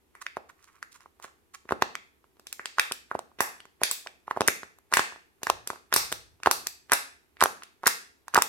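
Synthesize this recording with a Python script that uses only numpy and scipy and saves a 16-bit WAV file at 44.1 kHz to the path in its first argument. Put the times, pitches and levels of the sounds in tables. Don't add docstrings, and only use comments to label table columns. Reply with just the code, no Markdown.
import sys
import numpy as np
from scipy import signal
from scipy.fft import rfft, irfft
from scipy.io import wavfile

SR = 44100
rng = np.random.default_rng(int(sys.argv[2]) if len(sys.argv) > 2 else 0)


def generate_wav(signal):
    frames = np.transpose(np.atleast_2d(signal))
    scaled = np.clip(frames, -1, 1) * 32767
    pcm = np.round(scaled).astype(np.int16)
    wavfile.write(sys.argv[1], SR, pcm)


N = 373968


def from_db(db):
    return 10 ** (np.asarray(db) / 20)


def rms_one(x):
    return x / np.sqrt(np.mean(x ** 2) + 1e-20)


def energy_one(x):
    return x / np.sqrt(np.sum(x ** 2) + 1e-20)


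def at_hz(points, hz):
    table = np.array(points)
    return np.interp(np.log(hz + 1e-3), np.log(table[:, 0]), table[:, 1])


def band(x, low_hz, high_hz):
    edges_hz = [low_hz, min(high_hz, SR / 2 - 500)]
    return signal.sosfilt(signal.butter(2, edges_hz, "band", fs=SR, output="sos"), x)


def coloured(x, spectrum):
    size = x.shape[-1]
    gain = from_db(at_hz(spectrum, np.fft.rfftfreq(size, 1 / SR)))
    return irfft(rfft(x) * gain, size)


def add(track, s, sound):
    start = max(round(s * SR), 0)
    track[..., start:start + sound.shape[-1]] += sound[..., :max(N - start, 0)]


def placed(x, pan_db, lag_ms):
    left, right = np.broadcast_to(x, (2, x.shape[-1]))
    late_right = np.roll(right, round(lag_ms * SR / 1000))
    return np.array([left * from_db(pan_db / 2), late_right * from_db(-pan_db / 2)])


# (frequency_hz, correlation [-1..1])
EAR_LIKENESS = [(25, 0.31), (60, 0.23), (130, 0.044), (290, 0.14), (640, 0.64), (1400, -0.67),
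                (3000, -0.015), (15000, 0.31)]


def diffuse_noise(size):
    mid, side = rfft(rng.standard_normal((2, size)))
    alike = np.clip(at_hz(EAR_LIKENESS, np.fft.rfftfreq(size, 1 / SR)), -1, 1)
    return irfft(np.sqrt(1 + alike) * mid + np.sqrt(1 - alike) * side * [[1], [-1]], size)


# (frequency_hz, density_db_per_hz)
HUSH_COLOUR = [(25, -12.5), (45, -5.5), (70, 5), (120, -8), (200, -6), (400, -0.5), (560, -15),
               (900, -10.5), (1600, -20.5), (2600, -18.5), (5000, -24.5), (9000, -24), (13000, -21.5),
               (16000, -34)]


def hush(level_db=-69):
    return from_db(level_db) * rms_one(coloured(diffuse_noise(N), HUSH_COLOUR))


def sharpness(pop_db, crack_db, mid_db=-11.5, range_db=11.5):
    return .5 + .5 * np.tanh((crack_db - pop_db - mid_db) / range_db)


def pop_octaves(pop_db, thud_db, crack_db):
    dull_octaves, sharp_octaves = 0.88, 1.28
    widen_octaves_per_db, thud_mid_db = 0.012, -14.0
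    octaves = np.interp(sharpness(pop_db, crack_db), [0, 1], [dull_octaves, sharp_octaves])
    return octaves + widen_octaves_per_db * (thud_db - pop_db - thud_mid_db)


def pop(t, low_hz, high_hz, top_ratio=1.046, second_db=-9.5, second_max_ms=1.3):
    panel = band(t == 0, low_hz, max(high_hz, 1.2 * low_hz))
    delay_ms = rng.uniform(0.27, 1) * second_max_ms
    swing = panel + from_db(second_db) * np.roll(panel, round(delay_ms * SR / 1000))
    low_pass = signal.butter(3, high_hz * top_ratio, fs=SR, output="sos")
    return energy_one(signal.sosfilt(low_pass, swing))


def thud(t, low_hz=178.0, high_hz=624.0, jolt_low_hz=58.6, jolt_high_hz=133.0, jolt_db=-16.0):
    shove = energy_one(band(t == 0, low_hz, high_hz))
    jolt = energy_one(band(t == 0, jolt_low_hz, jolt_high_hz))
    return shove - from_db(jolt_db) * jolt


# (frequency_hz, density_db_per_hz)
CREASE_COLOUR = [(200, -22), (1500, -17.5), (2600, 7), (3300, 0.5), (4600, -0.5), (6500, -3), (9000, -2),
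                 (12000, -3.5), (14000, -4.5), (16000, -11.5)]
CRACK_PEAK_S = .003


def crack(t, hz, octaves=0.75, skirt=4.1, ring_db=-20.0, ring_t60_s=.014, apart=0.77):
    bins_hz = np.fft.rfftfreq(len(t), 1 / SR)
    ripple_db = np.interp(bins_hz, np.geomspace(1500, 16000, 28), rng.normal(0, 2.8, 28))
    peak = 1 / np.sqrt(1 + np.abs(np.log2((bins_hz + 1) / hz) / octaves) ** skirt)
    colour = from_db(at_hz(CREASE_COLOUR, bins_hz) + ripple_db) * peak
    shared, left, right = rng.standard_normal((3, len(t)))
    slips = irfft(rfft(shared + apart * np.array([left, right])) * colour, len(t))
    before_s, after_s = np.maximum(CRACK_PEAK_S - t, 0), np.maximum(t - CRACK_PEAK_S, 0)
    swell_t60_s, slip_t60_s = .003, .0058
    swell = from_db(-60 * before_s / swell_t60_s)
    decay = from_db(-60 * after_s / slip_t60_s) + from_db(ring_db - 60 * after_s / ring_t60_s)
    all_round = np.roll(irfft(colour, len(t)), round(CRACK_PEAK_S * SR))
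    return np.sqrt(2) * energy_one(slips * swell * decay), energy_one(all_round)


# (frequency_hz, level_db, t60_s)
CUP_RESONANCES = [(392, -5.5, 0.043), (787, -27.5, 0.16), (1066, -14, 0.078), (1330, -10.5, 0.084),
                  (1960, -22, 0.044), (2183, -17, 0.0077)]


def cup_ring(x):
    out = 0
    for k, (hz, level_db, t60_s) in enumerate(CUP_RESONANCES):
        radius, angle = from_db(-60 / (t60_s * SR)), 2 * np.pi * hz / SR
        zeros = [1 - radius, 0, radius - 1]
        poles = [1, -2 * radius * np.cos(angle), radius * radius]
        out = out + (-1) ** k * from_db(level_db) * signal.lfilter(zeros, poles, x + 1e-18)
    return out


# (peak_s, pop_db, pop_hz, thud_db, crack_db, crack_hz, into_room_db)
BUCKLES = [ (0.1529, -45, 1530, -61, -56.5, 7400, 8), (0.2662, -27, 1800, -60, -33.5, 3150, -1),
           (0.37, -26, 975, -35, -46, 3600, -1.5), (0.8284, -31, 1610, -63, -41, 6400, -1.5),
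           (1.007, -53, 1410, -72, -56, 5800, 4), (1.06, -44.5, 1070, -56, -80, 5000, -4),
           (1.1998, -48, 1080, -58, -58, 7500, 3.5), (1.246, -39, 1190, -47.5, -55, 4300, 4.5),
           (1.6552, -54.5, 655, -47, -73.5, 5000, 3), (1.692, -32, 1510, -48, -47.5, 3500, 1.5),
           (1.7095, -24.5, 850, -31.5, -46, 3800, -0.5), (1.7227, -17.5, 1015, -20, -37, 4500, -3.5),
           (1.8232, -12.5, 1205, -22.5, -21, 4200, -2.5), (1.9541, -27.5, 1730, -50.5, -33, 4500, -1),
           (2.243, -56, 1120, -62, -68, 5000, -6), (2.37, -66, 1270, -62.5, -70, 3990, 0),
           (2.397, -54, 1070, -54, -52, 7000, 1), (2.4698, -47, 1810, -56.5, -36.5, 6500, 3.5),
           (2.528, -40, 1980, -61, -29, 8700, 1), (2.5961, -32, 1500, -45, -60.5, 3900, 5.5),
           (2.6577, -31.5, 1450, -50.5, -28, 4800, 2.5), (2.785, -17, 1216, -48, -32, 4300, 3.5),
           (2.797, -13, 1950, -39.5, -17, 6500, 1.5), (2.9137, -32, 1130, -36.5, -57, 6500, -3),
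           (2.9214, -35, 1520, -45.5, -23, 6300, 0), (3.1147, -23.5, 1140, -39, -71, 4300, 1),
           (3.152, -22, 790, -27.5, -60, 3200, -15), (3.1919, -29.5, 893, -62, -37.5, 6000, -4),
           (3.317, -55.5, 960, -78, -78, 4000, -5), (3.3884, -46.5, 1430, -45.5, -47.5, 3600, 17.5),
           (3.4063, -16.5, 1282, -26, -18.5, 7500, 7.5), (3.6042, -44.5, 2210, -58, -45.5, 3400, 2.5),
           (3.6548, -48, 1350, -53, -53.5, 5600, -1.5), (3.8168, -26.5, 765, -32, -46, 5500, 4),
           (3.835, -20, 1930, -34.5, -15, 6500, 6.5), (3.913, -35.5, 1420, -44, -19, 9000, 6.5),
           (4.0638, -38.5, 875, -56.5, -59, 6000, 3), (4.0723, -34, 1890, -60, -37.5, 3400, -2.5),
           (4.2804, -30.5, 1040, -45, -69, 4300, -4), (4.3115, -20, 1220, -37.5, -40.5, 3900, -3),
           (4.365, -32.5, 1020, -37, -68, 5000, -6), (4.373, -22, 795, -31, -68.5, 4900, -5),
           (4.4083, -19, 1080, -18.5, -24.5, 5100, 1), (4.4178, -20, 990, -28, -30, 5200, -9),
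           (4.4776, -29.5, 2010, -47, -13, 8300, 1.5), (4.4843, -11.5, 1620, -22, -19, 5200, -1),
           (4.6329, -34.5, 1260, -42.5, -47, 4700, 1), (4.787, -56.5, 890, -76.5, -54, 8800, -9.5),
           (4.9182, -42.5, 900, -49, -46.5, 5000, 3.5), (4.926, -22.5, 1155, -38.5, -38.5, 5900, 9),
           (4.9385, -14, 1780, -33, -15.5, 7300, 6), (4.9711, -13, 1420, -27, -17.5, 5700, 7),
           (4.9946, -16, 1230, -26, -23.5, 4800, -5.5), (5.124, -41.5, 1128, -53, -56.5, 4300, 2),
           (5.1612, -44.5, 1052, -55, -62, 4500, -1), (5.4197, -52, 957, -58.5, -68, 5000, 2),
           (5.433, -35, 1330, -38, -27.5, 6800, 3), (5.4702, -20, 1400, -37, -32.5, 6400, 1.5),
           (5.482, -43, 920, -47, -43.5, 6000, -4), (5.5003, -12, 880, -33.5, -18, 5500, -6),
           (5.6748, -39, 1380, -43.5, -26, 7300, 1.5), (5.7031, -25, 1236, -34, -37, 5200, 0.5),
           (5.7327, -40, 874, -47, -51.5, 4900, -2), (5.76, -46, 1240, -53.5, -62.5, 6700, 0.5),
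           (5.927, -18.5, 1270, -37.5, -25, 3600, 4.5), (5.94, -30.5, 1620, -33, -13.5, 7400, 5.5),
           (5.963, -20, 1340, -27.5, -14, 7900, 10), (6.1193, -36, 972, -39.5, -34.5, 9300, 6.5),
           (6.1257, -27.5, 1440, -36, -23, 6900, 1), (6.402, -55, 894, -58, -63, 4000, 0.5),
           (6.4342, -31, 1830, -51, -34, 4850, 0), (6.461, -14, 1180, -29, -24.5, 4000, -1.5),
           (6.4701, -30.5, 970, -27.5, -42.5, 4000, -2), (6.4728, -9, 1015, -19.5, -31.5, 4500, -9),
           (6.5128, -19, 1200, -39, -14.5, 7900, 5.5), (6.6703, -34, 1600, -43, -22, 7400, 1.5),
           (6.898, -39, 1650, -52.5, -46, 3400, 1), (6.92, -14, 1470, -29.5, -17, 6850, 4),
           (6.9273, -19.5, 1360, -32, -36.5, 3700, 7), (6.9314, -19.5, 1650, -36, -37, 3700, -2),
           (6.9343, -20.5, 1310, -36.5, -13.5, 7900, 5), (7.3698, -49, 1610, -63, -58.5, 3200, 4),
           (7.408, -29.5, 1770, -52.5, -24.5, 4570, -0.5), (7.415, -13.5, 1330, -37, -26, 6600, 3),
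           (7.4251, -10, 1040, -22, -21, 5800, -3), (7.4382, -15, 1230, -28.5, -14, 8900, -2),
           (7.4586, -16.5, 980, -36.5, -28.5, 4700, -6), (7.6227, -40.5, 1450, -70, -50, 3500, 5),
           (7.6349, -46, 1790, -55.5, -39.5, 5600, 1.5), (7.8344, -36, 1100, -43.5, -49, 5400, 1),
           (7.8398, -28, 1060, -47.5, -65, 6000, -7.5), (7.8588, -33.5, 1600, -63.5, -31, 5000, 17),
           (7.8668, -13, 1550, -26, -44, 5200, 3), (7.871, -24, 1260, -33, -10.5, 8300, 2.5),
           (7.8772, -16.5, 1360, -50, -15.5, 8200, 0.5), (8.2821, -35, 1230, -65, -41, 6300, -1),
           (8.3403, -24.5, 1240, -51, -43, 5300, -1), (8.346, -28, 1800, -31.5, -17, 7300, -2),
           (8.357, -12, 1400, -36, -42, 6300, -6), (8.361, -13.5, 1220, -35, -33, 4000, 3),
           (8.3674, -20.5, 1620, -34, -24.5, 6100, 2), (8.3773, -9.5, 1000, -19.5, -44, 5700, -7.5),
           (8.3796, -16, 1070, -53, -28, 7500, -3), (8.3878, -15.5, 1070, -51, -28, 5800, -10),
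           (8.422, -19.5, 1380, -37, -14, 7700, 1)]


def snaps(thud_trim_db=-3.0, pop_room_db=-11.0, thud_room_db=-15.5, crack_room_db=-12.0, ring_db=6.0):
    t = np.arange(1024) / SR
    wall_lead_s, level_window_s = 0.0011, .003
    walls, creases, thrown = np.zeros((2, N)), np.zeros((2, N)), np.zeros(N)
    for peak_s, pop_db, pop_hz, thud_db, crack_db, crack_hz, into_room_db in BUCKLES:
        half_width = 2 ** (pop_octaves(pop_db, thud_db, crack_db) / 2)
        shove = from_db(thud_db + thud_trim_db) * thud(t)
        swing = from_db(pop_db) * pop(t, pop_hz / half_width, pop_hz * half_width)
        crease, all_round = crack(t, crack_hz)
        crease_lag_ms = rng.normal(.06, .04)
        wall_s, crease_s = peak_s - wall_lead_s, peak_s - CRACK_PEAK_S
        wall = placed(swing, pan_db=-3.0, lag_ms=0.08) - placed(shove, pan_db=0.0, lag_ms=.06)
        add(walls, wall_s, wall)
        add(creases, crease_s, from_db(crack_db) * placed(crease, pan_db=1.0, lag_ms=crease_lag_ms))
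        add(thrown, wall_s, from_db(into_room_db + pop_room_db) * swing - from_db(thud_room_db) * shove)
        add(thrown, crease_s, from_db(crack_db + into_room_db + crack_room_db) * all_round)
    size = np.sqrt(level_window_s * SR)
    direct = walls + from_db(ring_db) * cup_ring(walls) + creases
    return size * direct, size * thrown


# (frequency_hz, density_db_per_hz)
FOIL_COLOUR = [(200, -23), (600, -2), (1200, 4.5), (2200, 2), (3500, -9.5), (6000, -11.5), (11000, -12),
               (16000, -29.5)]


def crinkle(ticks_per_s=1600.0, near_snap_db=-22.5, idle_db=-82.0, spread_db=4.0):
    rise_s, fall_s = 0.0057, 0.0058
    t, near_snap = np.arange(0, N, 40) / SR, 0
    for peak_s, pop_db, _, _, crack_db, _, _ in BUCKLES:
        distance = np.maximum((peak_s - t) / rise_s, (t - peak_s) / fall_s)
        near_snap = near_snap + from_db(max(pop_db, crack_db)) * np.exp(-distance)
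    born = rng.random(N) < ticks_per_s / SR
    size = from_db(spread_db * np.minimum(rng.exponential(1, N), 3))
    ticks = born * rng.choice([-1, 1], N) * size
    level = np.interp(np.arange(N) / SR, t, from_db(idle_db) + from_db(near_snap_db) * near_snap)
    return level * rms_one(coloured(ticks, FOIL_COLOUR))


# (middle_s, length_s, pad_db, nail_db)
STROKES = [(0.22, 0.0097, -42, -43.5), (0.498, 0.013, -53, -55.5), (0.602, 0.033, -67, -75),
           (0.64, 0.02, -64.5, -61.5), (0.684, .02, -59, -67), (0.753, 0.069, -65.5, -71),
           (0.928, .016, -74, -55), (0.958, 0.021, -57, -54.5), (1.021, 0.026, -64, -66),
           (1.241, 0.023, -50, -49.5), (1.284, 0.02, -60.5, -66), (1.548, 0.011, -46, -46.5)]
# (frequency_hz, density_db_per_hz)
SKIN_COLOUR = [(300, -32), (700, -15), (1100, 5.5), (1600, -0.5), (2300, -4), (3500, -19), (8000, -35.5)]
# (frequency_hz, density_db_per_hz)
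SCRATCH_COLOUR = [(1000, -19.5), (2500, -2.5), (5000, -1.5), (7000, 3), (10000, -2), (16000, -20.5)]


def rubs(grain_spread_db=4.5, light_per_s=550.0, pressed_per_s=4100.0):
    t, out = np.arange(N) / SR, 0
    middles_s, lengths_s, pad_db, nail_db = np.transpose(STROKES)
    for levels_db, colour in ((pad_db, SKIN_COLOUR), (nail_db, SCRATCH_COLOUR)):
        pressure = 0
        for middle_s, length_s, level_db in zip(middles_s, lengths_s, levels_db):
            pressure = pressure + from_db(level_db) * np.exp(-2 * ((t - middle_s) / length_s) ** 2)
        slips_per_s = light_per_s + pressed_per_s * np.sqrt(pressure / pressure.max())
        born = (rng.random(N) < slips_per_s / SR) / np.sqrt(slips_per_s)
        size = from_db(grain_spread_db * np.minimum(rng.exponential(1, N), 3))
        grains = born * rng.standard_normal(N) * size
        out = out + pressure * rms_one(coloured(grains, colour))
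    return out


# (frequency_hz, t60_s)
TAIL_T60 = [(100, 0.64), (400, 0.38), (1000, 0.38), (2500, 0.43), (5000, 0.4), (9000, 0.35), (15000, 0.25)]
# (frequency_hz, gain_db)
ECHO_COLOUR = [(80, -4.5), (250, 3), (500, 4.5), (850, -6.5), (1250, -6.5), (1700, -0.5), (2300, -1),
               (3100, -1), (4200, 1.5), (6000, -2), (10000, -5.5), (15000, -1.5)]


def room(x, build_s=0.006, near_db=-4.0, near_t60_s=0.058):
    size = int(.7 * SR)
    t, hz = np.arange(size) / SR, np.fft.rfftfreq(size, 1 / SR)
    noise, centres_hz, response = rfft(diffuse_noise(size)), np.geomspace(100, 15000, 12), 0
    early = energy_one(from_db(-60 * t / near_t60_s) * (t > .002))
    for k, centre_hz in enumerate(centres_hz):
        share = np.interp(np.log(hz + 1), np.log(centres_hz), np.arange(len(centres_hz)) == k)
        decay = from_db(-60 * t / at_hz(TAIL_T60, centre_hz))
        tail = energy_one(decay * (1 - np.exp(-(t / build_s) ** 2)))
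        envelope = np.hypot(tail, from_db(near_db) * early)
        response = response + irfft(noise * share, size) * envelope * from_db(at_hz(ECHO_COLOUR, centre_hz))
    return signal.fftconvolve(x[None], response, axes=1)[:, :N]


# (peak_s, level_db, t60_s)
GRIP_SHIFTS = [(5.505, -54.5, 0.7), (5.97, -52.5, 1.54), (6.54, -64.5, 1)]


def grip(low_hz=50.0, high_hz=130.0, attack_s=.04):
    t, level = np.arange(N) / SR, 0
    for peak_s, level_db, t60_s in GRIP_SHIFTS:
        swell = np.clip(1 + (t - peak_s) / attack_s, 0, 1)
        level = level + from_db(level_db - 60 * np.maximum(t - peak_s, 0) / t60_s) * swell
    return level * rms_one(band(diffuse_noise(N), low_hz, high_hz))


def scene():
    direct, thrown = snaps()
    handling = crinkle() + rubs()
    echo = room(thrown + from_db(-11.5) * handling)
    return hush() + direct + placed(handling, pan_db=-6.0, lag_ms=.07) + echo + grip()


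def record(dry):
    ceiling, cutoff_hz = 1.3, 17000
    rounded = ceiling * np.tanh(dry / ceiling)
    return signal.sosfilt(signal.cheby2(18, 85, cutoff_hz, fs=SR, output="sos"), rounded)


dry = scene()
out = record(dry)
generate_wav(out)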